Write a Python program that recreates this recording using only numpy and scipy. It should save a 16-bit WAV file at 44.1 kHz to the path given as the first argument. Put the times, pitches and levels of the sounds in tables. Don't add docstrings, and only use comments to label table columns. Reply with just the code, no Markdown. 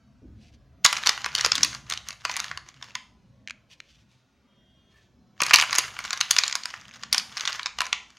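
import sys
import numpy as np
from scipy import signal
from scipy.fft import rfft, irfft, next_fast_len
from scipy.io import wavfile
from scipy.ndimage import uniform_filter1d, map_coordinates

SR = 44100
rng = np.random.default_rng(int(sys.argv[2]) if len(sys.argv) > 2 else 0)


def dump(signal):
    limited = np.clip(np.atleast_2d(signal).T, -1, 1)
    pcm = np.round(limited * 32767).astype(np.int16)
    wavfile.write(sys.argv[1], SR, pcm)


N = 360738
HIT_SAMPLES = 1536

# [t/s, box knock/dB, block click/dB, block pitch f/Hz, edge snap/dB]
BLOWS = [(0.8491, -24.5, -9.5, 6615, -25.5), (0.8529, -13, -17.5, 2893, -36),
         (0.8613, -20.5, -11, 3601, -27.5), (.928, -23, -22.5, 2678, -31), (1.061, -34, -22.5, 4100, -40.5),
         (1.0716, -23, -13, 4420, -33.5), (1.0932, -21, -15, 5070, -31), (1.1772, -29.5, -37.5, 2915, -54),
         (1.2443, -26, -26.5, 4237, -56), (1.2611, -23.5, -31, 5080, -40), (1.351, -30.5, -17, 2950, -32.5),
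         (1.4097, -30.5, -20, 5560, -40), (1.4482, -21.5, -15.5, 4765, -38),
         (1.4614, -24, -19, 6650, -31.5), (1.5192, -23.5, -14.5, 5220, -44),
         (1.5539, -30.5, -20, 3464, -34.5), (1.5798, -28.5, -24, 4800, -50),
         (1.6327, -27.5, -11, 5555, -29), (1.6473, -27.5, -22, 4560, -29.5),
         (1.8997, -43.5, -28, 6550, -36), (1.9236, -34, -24.5, 3560, -44.5),
         (1.9753, -43, -30, 2990, -53.5), (2.0865, -39, -30, 6400, -39.5),
         (2.1063, -37.5, -35, 5060, -54.5), (2.251, -21.5, -22.5, 2850, -41.5),
         (2.2962, -26, -32.5, 4350, -54), (2.3662, -29.5, -27.5, 7030, -33),
         (2.4014, -29, -25, 6400, -38.5), (2.5138, -27.5, -36.5, 2370, -63),
         (2.5745, -33, -31.5, 2920, -49), (2.8264, -39.5, -35.5, 3630, -77),
         (2.9531, -27.5, -28, 6550, -48), (5.404, -22, -26.5, 5170, -57.5),
         (5.4183, -33.5, -20, 6380, -27.5), (5.4219, -17.5, -37.5, 3640, -38),
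         (5.4346, -30.5, -20.5, 5550, -33.5), (5.4651, -28, -25.5, 4170, -32.5),
         (5.5094, -16, -23, 2328, -54.5), (5.5365, -12, -10.5, 2776, -25.5), (5.5413, -10, -6, 2780, -24.5),
         (5.5594, -27, -11, 4060, -25), (5.5856, -17, -22.5, 5300, -36), (5.5988, -21.5, -18, 2560, -40.5),
         (5.6123, -28, -19.5, 3430, -33.5), (5.6243, -18, -30, 2290, -33), (5.729, -21.5, -21, 4770, -35.5),
         (5.752, -24, -23, 2934, -31), (5.7847, -22, -13.5, 6660, -22.5), (5.9663, -36.5, -49.5, 2970, -71),
         (5.9898, -27.5, -35, 4960, -41), (6.0491, -35.5, -49, 2820, -60),
         (6.1068, -28.5, -25.5, 6900, -46), (6.1304, -26, -23, 4630, -41), (6.211, -21, -16.5, 6290, -32),
         (6.3108, -24.5, -12.5, 6430, -23), (6.3646, -24, -19, 2835, -39),
         (6.3869, -22.5, -11, 5140, -30.5), (6.4362, -25, -18.5, 3944, -44),
         (6.4791, -50.5, -22.5, 7130, -39), (6.5261, -32, -24, 4920, -47.5),
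         (6.5537, -26, -20.5, 6570, -34.5), (6.6351, -47, -32.5, 4440, -67),
         (6.6562, -29.5, -26.5, 4810, -39.5), (6.7398, -31, -45, 3010, -74),
         (7.035, -33.5, -32, 4630, -51.5), (7.1281, -28, -14, 4680, -23.5), (7.1456, -23, -21, 5300, -37.5),
         (7.1806, -32.5, -16, 5190, -31), (7.3701, -31.5, -28.5, 4845, -57),
         (7.4082, -34.5, -26, 3570, -45.5), (7.4532, -30, -26, 3470, -53), (7.4758, -26, -21, 3703, -48),
         (7.5952, -28, -33, 3200, -67), (7.631, -45.5, -31.5, 3880, -52), (7.6596, -26.5, -23.5, 5110, -70),
         (7.7866, -29, -28.5, 2920, -47), (7.8059, -20.5, -21, 2840, -35), (7.8171, -23, -32, 5020, -38.5),
         (7.8665, -34, -35.5, 6170, -49), (7.9289, -20.5, -18.5, 3500, -43.5)]
# [middle t/s, half length/s, level/dB before trims]
PUSHES = [(.95, .04, -34), (1.066, 0.03, -30.5), (1.23, .04, -42.5), (1.409, 0.049, -31), (1.6, .05, -37.5),
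          (1.733, 0.025, -39), (1.921, .025, -35.5), (2.101, .03, -46), (2.387, .08, -36.5),
          (2.691, 0.016, -46), (2.762, .02, -58.5), (2.862, 0.044, -48.5), (5.47, .035, -33.5),
          (5.76, 0.066, -31), (6.091, 0.11, -39), (6.418, .11, -37.5), (6.7, .07, -47), (6.921, .11, -52),
          (7.17, .029, -37), (7.458, .095, -35), (7.83, .03, -41.5), (8.137, 0.039, -56)]
# [f/Hz, density/dB per Hz]
KNOCK_SPECTRUM = [(60, -28), (350, -24.5), (600, -14.5), (860, -8), (1120, -0.5), (2400, 3), (3200, -6),
                  (6000, -41.5)]
# [f/Hz, density/dB per Hz]
HISS_SPECTRUM = [(1000, -22.5), (2700, 8), (4000, -1.5), (6700, -2.5), (7700, -15.5), (11000, -25),
                 (15500, -31.5)]
# [f/Hz, density/dB per Hz]
TAP_SPECTRUM = [(200, -24), (1100, -20), (1700, 0), (2300, -0.5), (3400, -6), (6700, -13), (7800, -25),
                (14000, -45.5)]


def amp(db):
    return np.exp(np.asarray(db) * (np.log(10) / 20))


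def unit(x):
    return x / np.sqrt(np.mean(x ** 2) + 1e-20)


def along(points, hz):
    f, v = np.transpose(points)
    return np.interp(np.log(hz + 1), np.log(f), v)


def gains(rows):
    s, *columns = np.transpose(rows)
    t = np.arange(N) / SR
    return [amp(np.interp(t, s, db, left=-140, right=-140)) for db in columns]


def wobble(rate_hz):
    knots = rng.standard_normal(int(N * rate_hz / SR) + 4)
    coarse = np.arange(0, N, 32)
    return np.interp(np.arange(N), coarse, map_coordinates(knots, [coarse * rate_hz / SR]))


def colour(x, points):
    size = 2 * next_fast_len(x.shape[-1] // 2 + HIT_SAMPLES)
    cepstrum = irfft(np.log(amp(along(points, np.fft.rfftfreq(size, 1 / SR)))))
    cepstrum[1:size // 2] *= 2
    cepstrum[size // 2 + 1:] = 0
    response = np.exp(rfft(cepstrum))
    return irfft(rfft(x, size) * response)[..., :x.shape[-1]]


def fade(t, t60):
    return np.exp(-np.minimum(np.log(1000) * t / t60, 60))


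def level(hits):
    return hits * np.sqrt(0.005 * SR / (np.sum(hits ** 2, axis=-1, keepdims=True) + 1e-20))


def place(times, hits):
    index = np.round(times * SR).astype(int) + np.arange(hits.shape[1])
    return np.bincount(index.ravel(), hits.ravel(), N)[:N]


def bursts(count, t60, spectrum):
    noise = rng.standard_normal((count, HIT_SAMPLES))
    return level(colour(noise * fade(np.arange(HIT_SAMPLES) / SR, t60), spectrum))


def scuff(count, spectrum, rise_s=0.0016):
    t = np.arange(HIT_SAMPLES) / SR
    noise = rng.standard_normal((count, HIT_SAMPLES))
    return level(colour(noise * np.exp((t - t[-1]) / rise_s), spectrum))


def patchy(x, depth_db):
    z = signal.stft(x, nperseg=2048)[2]
    field = rng.standard_normal(z.shape[-2:])
    field = uniform_filter1d(field, size=3, axis=0)
    field = uniform_filter1d(field, size=8, axis=1)
    return signal.istft(z * amp(depth_db * unit(field)), nperseg=2048)[1][..., :N]


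def strokes(rows):
    middle, half, db = np.transpose(rows)[:, :, None]
    t = np.arange(0, N, 32) / SR
    power = amp(db) ** 2 * np.exp(-np.minimum(((t - middle) / half) ** 2, 60))
    return np.interp(np.arange(N) / SR, t, np.sqrt(power.sum(axis=0)))


def friction(rate_hz, spread_db, smooth_db):
    happens = rng.random(N) < rate_hz / SR
    sign = rng.choice([-1, 1], N)
    slips = happens * sign * amp(spread_db * np.clip(rng.standard_normal(N), -2, 2))
    return unit(unit(slips) + amp(smooth_db) * rng.standard_normal(N))


def background(deep_db=-2, upper_db=-2, air_db=-73, side_db=-15):
    # [t/s, deep level/dB, upper level/dB]
    rumble_rows = [(0, -59, -64), (.8, -55, -58), (1.8, -49, -58.5), (2.2, -55.5, -64.5), (3.7, -61, -61.5),
                   (4.2, -65, -66), (5.4, -58, -60), (6.5, -60, -65.5), (6.9, -59, -57), (8.18, -65, -65.5)]
    # [f/Hz, density/dB per Hz]
    deep_spectrum = [(20, -29), (48, -10.5), (68, 1), (90, -7.5), (128, 3), (160, -13), (300, -26.5),
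                     (900, -67.5)]
    upper_spectrum = [(100, -25.5), (170, -5.5), (210, -1), (290, -10.5), (400, -18), (700, -18),
                      (2000, -62.5)]
    air_spectrum = [(30, -9), (500, -11), (1000, 5.5), (2000, 0), (4000, -3.5), (6500, -7.5), (7800, -17.5),
                    (15000, -26)]

    def noise(spectrum):
        return unit(colour(patchy(rng.standard_normal((2, N)), depth_db=4), spectrum))

    deep_gain, upper_gain = gains(rumble_rows)
    deep = amp(deep_db) * deep_gain * noise(deep_spectrum)
    upper = amp(upper_db) * upper_gain * noise(upper_spectrum)
    mid, side = deep + upper + amp(air_db) * noise(air_spectrum)
    return mid + amp(side_db) * np.array([side, -side])


def far_whine(waver_hz=20, flutter_db=2):
    # [t/s, level/dB]
    whine_rows = [(4.4, -91), (4.53, -71), (4.8, -70.5), (4.9, -73), (5.06, -76), (5.15, -96.5)]
    # [mean f/Hz, relative level/dB]
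    whine_tones = [(2865, -6), (3245, 0.5), (3595, -7)]
    tones = 0
    for hz, db in whine_tones:
        gain = amp(db + flutter_db * wobble(31))
        phase = 2 * np.pi * np.cumsum(hz + waver_hz * wobble(90)) / SR
        tones = tones + gain * np.sin(phase)
    return gains(whine_rows)[0] * unit(tones)


def far_thud(start_s=0.218, thud_db=-46, thud_t60=0.62, boom_db=-45, boom_t60=1.2):
    t = np.maximum(np.arange(N) / SR - start_s, 0)
    thud_spectrum = [(40, -22), (140, -8), (280, -0.5), (420, -19), (900, -37), (3000, -74)]
    boom_spectrum = [(20, -22.5), (70, -3), (110, -3.5), (200, -20.5), (900, -71)]
    thud = amp(thud_db) * unit(colour(rng.standard_normal(N), thud_spectrum))
    boom = amp(boom_db) * unit(colour(rng.standard_normal(N), boom_spectrum))
    thud = thud * (1 - fade(t, 0.018)) * fade(t, thud_t60)
    return thud + boom * (1 - fade(t, 0.21)) * fade(t, boom_t60)


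def room(x, build_s=0.008, count=4):
    # [f/Hz, t60/s]
    room_decay = [(150, 0.13), (600, 0.75), (1500, 0.32), (3500, 0.34), (6500, 0.39), (12000, 0.42)]
    # [f/Hz, gain/dB]
    room_colour = [(100, -8), (1200, -4.5), (3000, -3), (5000, -9.5), (6700, -9.5), (9000, -10),
                   (15000, -12.5)]
    hz, t, z = signal.stft(rng.standard_normal((count, SR // 2)), SR, nperseg=256)
    tails = signal.istft(z * fade(t, along(room_decay, hz)[:, None]), SR, nperseg=256)[1]
    tails = tails * np.clip(np.arange(tails.shape[1]) / SR / build_s, 0, 1)
    tails = tails / np.linalg.norm(tails, axis=1, keepdims=True)
    turn = np.arange(N) * 9 // SR % count
    parts = x * (turn == np.arange(count)[:, None])
    return colour(signal.fftconvolve(parts, tails, axes=1).sum(axis=0)[:N], room_colour)


def fingertip():
    # [middle t/s, half length/s, level/dB]
    squeak_rows = [(4.975, 0.031, -63.5)]
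    # [f/Hz, width/Hz, relative level/dB]
    squeak_modes = [(1160, 82, -3), (1767, 52, 5.5), (2200, 180, -8), (4260, 83, -9)]
    size = next_fast_len(N)
    hz = np.fft.rfftfreq(size, 1 / SR)
    bands = 0
    for centre, width, db in squeak_modes:
        damping = 1j * hz * width
        bands = bands + amp(db) * damping / (centre ** 2 - hz ** 2 + damping)
    slips = friction(rate_hz=610, spread_db=6, smooth_db=-1.5)
    return strokes(squeak_rows) * unit(irfft(rfft(slips, size) * bands, size)[:N])


def sheet(catch_db=3):
    # [t/s, level/dB over 5 ms]
    tap_rows = [(3.475, -33), (3.484, -40), (3.4974, -37), (3.5074, -32), (3.8021, -37.5)]
    # [middle t/s, half length/s, level/dB before catching]
    rub_rows = [(0.444, 0.043, -62), (0.538, 0.012, -60.5), (3.73, 0.017, -53), (3.92, 0.081, -65),
                (4.13, 0.0642, -70), (5.0, 0.063, -70)]
    # [f/Hz, density/dB per Hz]
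    rub_spectrum = [(500, -23), (1400, -8), (2600, 6), (6200, -1), (7800, -11.5), (15000, -29)]
    s, db = np.transpose(tap_rows)[:, :, None]
    taps = place(s, amp(db) * bursts(len(s), 0.0099, TAP_SPECTRUM))
    slips = friction(rate_hz=2000, spread_db=1.5, smooth_db=-9.5)
    rub = unit(colour(patchy(slips, depth_db=2.5), rub_spectrum))
    return taps + amp(catch_db * wobble(45)) * strokes(rub_rows) * rub


def shifting():
    # [middle t/s, half length/s, level/dB]
    shift_rows = [(1.62, .05, -47)]
    drag = [(60, -22), (140, -1.5), (310, 4), (400, -15), (900, -22), (3000, -66.5)]
    slips = friction(rate_hz=120, spread_db=2.5, smooth_db=7)
    return strokes(shift_rows) * unit(colour(slips, drag))


def bumps(bump_db=-3):
    # [t/s, level/dB before trim]
    bump_rows = [(0.849, -35.5), (1.094, -36.5), (1.261, -40.5), (1.445, -41), (1.462, -29), (1.632, -45),
                 (2.253, -38), (5.418, -28), (5.539, -44.5), (5.786, -33.5), (6.386, -38)]
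    s, db = np.transpose(bump_rows)[:, :, None]
    thump = [(15, -48), (50, -16.5), (120, -6.5), (600, 12.5), (1100, -10), (4000, -54)]
    return place(s, amp(db + bump_db) * bursts(len(s), 0.02, thump))


def jostle(rate_hz=60, spread_db=5.5, t60=0.0068, centre_hz=2600, octaves=0.68):
    count = int(rate_hz * N / SR)
    when, size, pitch = np.transpose(rng.random((count, 3)))[:, :, None] * 2 - 1
    t = np.arange(HIT_SAMPLES) / SR
    pitch_hz = centre_hz * 2 ** (2 * octaves * pitch)
    ring = level(np.sin(2 * np.pi * pitch_hz * t) * (fade(t, t60) - fade(t, t60 / 4)))
    ticks = amp(2 * spread_db * size) * (ring + bursts(count, t60, TAP_SPECTRUM))
    return unit(place((when + 1) / 2 * (N - 1) / SR, ticks))


def sliding(board_db=-2, hiss_db=-2, judder_db=3.5, jostle_db=-5.5):
    slips = friction(rate_hz=280, spread_db=5, smooth_db=0) * amp(judder_db * wobble(70))
    t = np.arange(HIT_SAMPLES) / SR
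    power = np.abs(signal.fftconvolve(slips ** 2, fade(t, 0.0017))[:N])
    rattle = np.sqrt(power) * rng.standard_normal(N)
    board = amp(board_db) * unit(colour(rattle, KNOCK_SPECTRUM))
    hiss = amp(hiss_db) * unit(colour(rattle, HISS_SPECTRUM))
    return strokes(PUSHES) * (board + hiss + amp(jostle_db) * jostle())


def loose_blocks(count=56, knock_db=-1, click_db=4, snap_db=-14, scatter_db=1.5):
    pushes = np.array(PUSHES)
    share = np.cumsum(pushes[:, 1]) / np.sum(pushes[:, 1])
    middle, half, db = pushes[np.searchsorted(share, (np.arange(count) + 0.5) / count)].T
    when, size = rng.random((count, 2)).T
    knock, click = db + scatter_db * rng.standard_normal((count, 2)).T
    low_hz, high_hz = 2760, 7240
    pitch_hz = low_hz * (high_hz / low_hz) ** size
    s = middle + half * (2 * when - 1)
    return np.column_stack([s, knock + knock_db, click + click_db, pitch_hz, click + snap_db])


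def side_touches(offset_s, loss_db, count, scatter_db=3):
    blows = np.array(BLOWS)
    heaviest = np.sort(np.argsort(blows[:, 1] + blows[:, 2])[-count:])
    s, knock, click, pitch_hz, snap = blows[heaviest].T
    gap, strength = rng.standard_normal((count, 2)).T
    loss = loss_db + scatter_db * strength
    s = s + offset_s * np.exp(gap / 2)
    return np.column_stack([s, knock - loss, click - loss, pitch_hz, snap - loss])


def all_contacts():
    corners = side_touches(-0.003, loss_db=8, count=15)
    rebounds = side_touches(0.005, loss_db=10.5, count=40)
    return np.vstack([BLOWS, corners, rebounds, loose_blocks()])


def contacts(block_t60=0.0078, snap_db=-1, hard_db=-6, board_ring_db=-2, block_ring_db=-2,
             spread_db=4, detune=0.018, graze_db=-18, diffuse_ring_db=-9):
    # [f/Hz before detuning, relative level/dB, t60/s]
    box_modes = [(750, -14, 0.028), (1010, -7, 0.094), (1143, 1, 0.041), (1446, 3.5, 0.022),
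                 (1820, 0, 0.013), (1880, -11.5, 0.054), (2310, 6, 0.0067), (2583, -6, 0.002)]
    # [f/Hz, density/dB per Hz]
    click_spectrum = [(600, -43), (2000, -6.5), (2800, -2), (4500, 6), (6700, 2), (7700, -9.5),
                      (12000, -44.5)]
    snap_spectrum = [(3000, -22), (7500, 3.5), (9000, 8), (11000, 2), (13000, -14), (15800, -26)]
    hard_spectrum = [(6000, -26.5), (11500, 4), (15800, -12)]
    s, knock, click, pitch_hz, snap = all_contacts().T[:, :, None]
    count, t = len(s), np.arange(HIT_SAMPLES) / SR

    chance = rng.standard_normal((count, len(box_modes), 3, 1)).transpose(1, 2, 0, 3)
    boards = 0
    for (hz, db, t60), (strength, sign, load) in zip(box_modes, chance):
        gain = np.sign(sign) * amp(db + spread_db * strength)
        boards = boards + gain * np.sin(2 * np.pi * hz * (1 + detune * load) * t) * fade(t, t60)
    boards = level(colour(boards, [(60, -38), (800, 2)]))
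    ring = level(np.sin(2 * np.pi * pitch_hz * t) * (fade(t, block_t60) - fade(t, 0.002)))
    knocks = bursts(count, 0.012, KNOCK_SPECTRUM)
    clicks = bursts(count, 0.012, click_spectrum)

    hard = snap + (snap - snap.max()) / 4 + hard_db
    edge = amp(snap + snap_db) * bursts(count, 0.0088, snap_spectrum)
    edge = edge + amp(hard) * bursts(count, 0.0088, hard_spectrum)

    def blow(board_db, ring_db):
        box = level(amp(board_db) * boards + knocks)
        block = level(amp(ring_db) * ring + clicks)
        return amp(knock) * box + amp(click) * block + edge

    graze = amp(knock) * scuff(count, KNOCK_SPECTRUM) + amp(click) * scuff(count, HISS_SPECTRUM)
    direct = place(s, blow(board_ring_db, block_ring_db))
    direct = direct + place(s - HIT_SAMPLES / SR, amp(graze_db) * graze)
    return direct, place(s, blow(diffuse_ring_db, diffuse_ring_db))


def scene(box_room_db=-4, sheet_room_db=-12, width_db=-35):
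    direct, diffuse = contacts()
    box = bumps() + sliding() + shifting()
    near = sheet() + fingertip()
    send = amp(box_room_db) * (diffuse + box) + amp(sheet_room_db) * near
    side = amp(width_db) * room(send, count=1)
    blocks = direct + box + near + room(send) + np.array([side, -side])
    return blocks + far_thud() + far_whine() + background()


def record(dry, top_hz=15800):
    size = next_fast_len(N + HIT_SAMPLES)
    clipped = np.clip(dry, -1, 1)
    passband = np.fft.rfftfreq(size, 1 / SR) < top_hz
    return irfft(rfft(clipped, size) * passband, size)[:, :N]


dry = scene()
out = record(dry)
dump(out)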